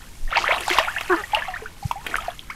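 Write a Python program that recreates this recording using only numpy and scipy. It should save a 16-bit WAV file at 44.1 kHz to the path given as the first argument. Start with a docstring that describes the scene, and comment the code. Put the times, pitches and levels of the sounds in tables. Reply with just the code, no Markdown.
"""Hands in a muddy pond

Hands grope through a shallow muddy pond: two sloshing sweeps, a deep glug, then single plops and drips.
Trapped air rings as decaying sine bubbles, most rising in pitch; stirred water is a swarm of them in noise.
Slaps are short noise cracks, spray is tiny droplets in a hiss, and a grassy bank scatters the water's sound.
Light air rumbles on the microphone, which takes two soft bumps."""
import sys
import numpy as np
from scipy import signal
from scipy.fft import rfft, irfft, next_fast_len
from scipy.io import wavfile
from scipy.ndimage import map_coordinates

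SR = 44100
rng = np.random.default_rng(int(sys.argv[2]) if len(sys.argv) > 2 else 0)


def digitize_waveform(pressure):
    """Quantize a signal to 16-bit integers and store it at the path in sys.argv[1].

    Rows of a 2-D input are taken as channels; values are limited to [-1, 1].
    """
    field = np.atleast_2d(pressure).T
    bounded = np.clip(field, -1, 1)
    quanta = np.round(bounded * 32767).astype(np.int16)
    wavfile.write(sys.argv[1], SR, quanta)


N = 112455  # length [samples]

# spectrum of droplets and mist: (frequency [Hz], level [dB])
SPRAY_COLOUR = [(1500, 1), (4500, -0.5), (8000, -2), (13000, -2), (15500, -18)]


def amp(db):
    """Decibels to gain."""
    return 10 ** (np.asarray(db) / 20)


def unit(x):
    """Scale to rms 1."""
    return x / np.sqrt(np.mean(x ** 2) + 1e-20)


def level(rows):
    """Gain per sample, interpolated in dB between (time [s], level [dB]) points."""
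    s, db = np.transpose(rows)
    return amp(np.interp(np.arange(N) / SR, s, db))


def filtered(x, response):
    """Multiply the spectrum of x by a response of frequency, padded against wrap-around."""
    m = next_fast_len(N + SR // 2)
    hz = np.fft.rfftfreq(m, 1 / SR)
    return irfft(rfft(x, m) * response(hz), m)[:N]


def coloured(x, points):
    """Shape x by (frequency [Hz], level [dB]) points on a log-frequency axis, at rms 1."""
    f, db = np.transpose(points)

    def response(hz):
        return amp(np.interp(np.log(hz + 1), np.log(f + 1), db))

    return unit(filtered(x, response))


def noise(points):
    """Coloured noise of rms 1."""
    return coloured(rng.standard_normal(N), points)


def swell(t, centre, half):
    """A bell-shaped rise and fall, down to 1/e at half seconds either side of the centre."""
    return np.exp(-((t - centre) / half) ** 2)


def decay(t, t60):
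    """Exponential dying away by 60 dB in t60 seconds."""
    return np.exp(-np.log(1000) * t / t60)


def add(out, s, sound):
    """Mix a sound in at time s."""
    i = max(round(s * SR), 0)
    out[i:i + len(sound)] += sound[:max(len(out) - i, 0)]


def wobble(rate):
    """A smooth random curve, rate knots a second."""
    knots = rng.standard_normal(int(N * rate / SR) + 4)
    return map_coordinates(knots, [np.arange(N) * rate / SR])


def ring(t, hz, t60, rise, onset_cycles=1.52):
    """A bubble with an envelope of peak 1: it swells within a couple of cycles, glides, and dies or bursts."""
    burst_rise = 1  # the bubble bursts at the surface about when its pitch has moved by this share
    burst = np.square(np.square(rise * t / burst_rise))
    fade = np.minimum(np.log(1000) * t / t60 + burst, 20)
    onset = 1 - np.exp(-np.minimum(np.square(t * hz / onset_cycles), 20))
    envelope = onset * np.exp(-fade)
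    envelope = envelope / envelope.max(axis=-1, keepdims=True)
    # the pitch moves in a straight line: hz * (1 + rise * t)
    return envelope * np.sin(2 * np.pi * hz * (t + rise * t * t / 2))


def swarm(per_s, centre_hz, octaves, cycles, glide, scatter_db, size):
    """A steady stream of random bubbles, each at most size samples long."""
    total = int(per_s * N / SR)
    when, pitch, life, strength, bend = rng.random((total, 5)).T[:, :, None]
    # pitches gather round the centre and reach at most the given octaves either side
    hz = centre_hz * 2 ** (octaves * np.arcsin(2 * pitch - 1) * 2 / np.pi)
    t60 = cycles * 2 ** (2 * life - 1) / hz
    n = np.arange(size)
    grains = amp(scatter_db * strength ** 2) * ring(n / SR, hz, t60, glide * bend ** 2 / t60)
    starts = ((np.arange(total)[:, None] + 2 * when) * SR / per_s).astype(int)
    return np.bincount((starts + n).ravel(), grains.ravel(), N)[:N]


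def slosh():
    """Stirred water: a swarm of small ringing bubbles on a soft noise wash."""
    # how hard the hands stir: (time [s], level [dB])
    stir = [(0, -49), (.26, -60.5), (.32, -31.5), (.375, -17.5), (.40, -32.5), (.52, -22), (.645, -37.5),
            (.705, -26.5), (.80, -22), (.93, -37), (1.08, -36), (1.18, -34.5), (1.28, -46), (1.365, -27),
            (1.42, -34.5), (1.64, -45.5), (1.74, -52.5), (1.92, -50.5), (2.02, -49.5), (2.09, -36),
            (2.19, -37), (2.30, -37.5), (2.36, -53.5), (2.55, -50.5)]
    # spectra of bubbles and wash: (frequency [Hz], level [dB])
    bubble_colour = [(330, -22), (620, -2), (1200, 2), (3000, 5.5), (4500, -3)]
    wash_colour = [(350, -23), (650, -12), (1300, -1.5), (3000, 7.5), (4200, -7.5), (15000, -59)]
    wash_db = -10  # against the bubbles
    bubbles = swarm(per_s=900, centre_hz=1505.0, octaves=1.706, cycles=21.3, glide=0.24,
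                    scatter_db=16.0, size=1600)
    return level(stir) * (coloured(bubbles, bubble_colour) + amp(wash_db) * noise(wash_colour))


def plops():
    """The large bubbles one by one, each a decaying sine whose pitch glides."""
    # (start [s], pitch [Hz], peak [dB], t60 [s], pitch rise [share of the pitch per s])
    large_bubbles = [(0.277, 1820, -32, 0.043, 2), (0.325, 1128, -16.5, 0.054, 34),
                     (0.359, 2660, -12.5, 0.014, 3), (0.371, 4490, -11, 0.0058, -1),
                     (0.376, 2100, -9, 0.0046, 0), (0.38, 777, -12, 0.013, 64),
                     (0.44, 977, -12.5, 0.036, 58), (0.479, 1780, -7, 0.0052, 55),
                     (0.488, 510, -16, 0.073, 19.5), (0.508, 1000, -10.5, 0.021, 10),
                     (0.511, 1941, -11.5, 0.056, 35), (0.522, 556, -14, 0.03, 37.5),
                     (0.68, 800, -13.5, 0.026, 10), (0.704, 355, -21, 0.091, 0.5),
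                     (0.712, 2060, -12, 0.023, 6), (0.785, 950, -0.5, 0.01, 31),
                     (0.789, 2900, -8, 0.01, -11), (0.798, 606, -16.5, 0.078, 5),
                     (0.88, 1273, -18.5, 0.11, 13.5), (0.963, 1544, -16.5, 0.067, 24.5),
                     (0.984, 2660, -14, 0.0084, 18), (1.124, 1560, -12.5, 0.047, 13),
                     (1.237, 1910, -21.5, 0.044, -0.5), (1.333, 830, -12.5, 0.15, 2.5),
                     (1.348, 2798, -6, 0.016, 5), (1.369, 672, -19, 0.061, -7.5),
                     (1.421, 1656, -18, 0.046, 5.5), (1.481, 760, -23, 0.19, -1),
                     (1.539, 1814, -21, 0.043, 4.5), (1.559, 1197, -24, 0.13, 48.5),
                     (1.619, 443, -28.5, 0.11, -0.5), (1.658, 1380, -22.5, 0.036, 19),
                     (1.826, 797, -28.5, 0.11, 1), (1.911, 1017, -10, 0.017, -14),
                     (1.956, 750, -27.5, 0.18, 5), (2.142, 1420, -9.5, 0.014, 16),
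                     (2.156, 1740, -5, 0.0015, 2), (2.183, 1250, -17.5, 0.049, 4.5),
                     (2.281, 713, -16, 0.033, -1.5), (2.393, 3300, -19.5, 0.0044, -10),
                     (2.498, 913, -30, 0.41, 33.5), (2.5, 2065, -23, 0.033, 16)]
    out, t = np.zeros(N), np.arange(SR // 8) / SR
    for s, hz, db, t60, rise in large_bubbles:
        add(out, s, amp(db) * ring(t, hz, t60, rise))
    return out


def slaps():
    """Short wet cracks where water meets water, each with a puff of droplets."""
    # (start [s], body level before the envelope [dB], treble over body [dB])
    hits = [(0.372, -26, -5), (0.6054, -18.5, -6), (0.677, -21.5, 3.5), (0.7, -8.5, -12), (0.732, -14, -5),
            (0.785, -6, -22), (1.009, -14, -17), (1.346, -22, -0.5), (1.912, -17.5, -8), (2.065, -12, -18),
            (2.164, -26.5, 5), (2.502, -25.5, -8)]
    # spectrum of the body: (frequency [Hz], level [dB])
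    body_colour = [(150, -22.5), (700, -4.5), (3200, -2.5), (4300, -22), (9000, -25.5)]
    rise_s, t60_s = 0.0019, 0.023
    out, t = np.zeros(N), np.arange(N) / SR
    body, treble = noise(body_colour), droplets()
    for s, db, treble_db in hits:
        age = np.maximum(t - s, 0)
        envelope = (1 - np.exp(-age / rise_s)) * decay(age, t60_s)
        out += amp(db) * envelope * (body + amp(treble_db) * treble)
    return out


def glugs():
    """Large air pockets gulp shut: each throbs and sags in pitch, its overtones ragged as it breaks up."""
    # (start [s], starting pitch [Hz], fundamental [dB], gain of the overtones [dB])
    gulps = [(1.095, 377, -16.5, 0.5), (1.161, 445, -35, 7.5)]
    # balance of multiples 2 to 5 of the pitch: level [dB]
    partials_db = [-13, -3.5, -5, -16.5]
    length_s, rise_s, fall_s = 0.0496, 0.0078, 0.021  # the fall is the time per 20 dB after the length
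    sag_hz, top_hz = 48.4, 2000  # overtones starting at or above top_hz are left out
    ragged_rad, flutter_per_s = .7, 240  # phase wander per multiple above the first; its knots a second
    out, t = np.zeros(N), np.arange(N) / SR
    for s, start_hz, db, overtone_db in gulps:
        age = np.maximum(t - s, 0)
        progress = np.minimum(age / length_s, 1)
        phase = 2 * np.pi * np.cumsum(start_hz - sag_hz * progress ** 2) / SR
        envelope = np.minimum(age / rise_s, 1) * amp(-20 * np.maximum(age - length_s, 0) / fall_s)
        overtones = np.zeros(N)
        for k, partial_db in enumerate(partials_db, 2):
            if k * start_hz < top_hz:
                wander = ragged_rad * (k - 1) * progress * wobble(flutter_per_s)
                overtones += amp(partial_db) * np.sin(k * phase + wander)
        out += amp(db) * envelope * (np.sin(phase) + amp(overtone_db) * overtones)
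    return out


def fizz():
    """Dense crackle of tiny bubbles where the water tears."""
    # (centre [s], half length [s], level [dB])
    bursts = [(0.412, 0.035, -35), (0.714, 0.05, -32), (0.788, 0.012, -28)]
    t = np.arange(N) / SR
    crackle = swarm(per_s=1800, centre_hz=4740, octaves=0.7, cycles=11, glide=0.092,
                    scatter_db=18, size=256)
    return unit(crackle) * sum(amp(db) * swell(t, s, half) for s, half, db in bursts)


def droplets():
    """Tiny droplets ticking on the surface: a swarm of very short, high rings at rms 1."""
    ticks = swarm(per_s=2000, centre_hz=7950, octaves=1.12, cycles=12.6, glide=0.056,
                  scatter_db=27, size=256)
    return coloured(ticks, SPRAY_COLOUR)


def spray():
    """Thrown droplets in a fine mist of noise."""
    # how much water is in the air: (time [s], level [dB])
    thrown = [(0, -55), (.33, -54), (.39, -49.5), (.64, -43.5), (.74, -42), (.85, -46.5), (1.25, -48.5),
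              (1.75, -58.5), (1.87, -47.5), (1.98, -58), (2.1, -47.5), (2.47, -57)]
    droplet_db = -1  # against the mist
    return level(thrown) * (amp(droplet_db) * droplets() + noise(SPRAY_COLOUR))


def swirls():
    """Dull swells of band-limited noise as an arm pushes through the water."""
    # (centre [s], level [dB])
    pushes = [(.41, -39.5), (0.591, -41), (2.12, -40)]
    half_s, centre_hz, width_octaves = 0.056, 416, 0.93
    t = np.arange(N) / SR

    def response(hz):
        return np.exp(-(np.log2((hz + 1) / centre_hz) / width_octaves) ** 2)

    band = unit(filtered(rng.standard_normal(N), response))
    return band * sum(amp(db) * swell(t, s, half_s) for s, db in pushes)


def bank(x):
    """A short diffuse answer from the grassy bank: x convolved with a decaying noise tail of energy 1."""
    rise_s, t60_s = 0.0019, 0.11
    t = np.arange(SR // 4) / SR
    tail = rng.standard_normal(len(t)) * decay(t, t60_s) * (1 - np.exp(-t / rise_s))
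    return signal.fftconvolve(x, tail / np.linalg.norm(tail))[:N]


def microphone_air():
    """Steady outdoor rumble and hiss as noise, with two soft bumps as brief low sine swells."""
    # knocks on the microphone: (centre [s], frequency [Hz], half length [s], level [dB])
    knocks = [(0.256, 20, 0.039, -16), (1.858, 114, 0.005, -14)]
    # spectrum of the air: (frequency [Hz], level [dB])
    air_colour = [(25, 1.5), (60, -6), (300, -21), (1500, -41), (3000, -32.5), (4300, -35), (13000, -40.5),
                  (15500, -49)]
    air_db = -41
    t = np.arange(N) / SR
    out = amp(air_db) * noise(air_colour)
    for s, hz, half, db in knocks:
        out += amp(db) * swell(t, s, half) * np.sin(2 * np.pi * hz * (s - t))
    return out


def scene():
    """All the water, its scatter from the bank, and the air at the microphone."""
    bank_db = -10.5
    water = slosh() + plops() + slaps() + glugs() + fizz() + spray() + swirls()
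    return (water + amp(bank_db) * bank(water) + microphone_air())[None]


def record(dry):
    """The recorder clips at full scale, then keeps nothing above its band limit."""
    top_hz = 15650
    return filtered(np.clip(dry[0], -1, 1), lambda hz: hz < top_hz)[None]


dry = scene()
out = record(dry)
digitize_waveform(out)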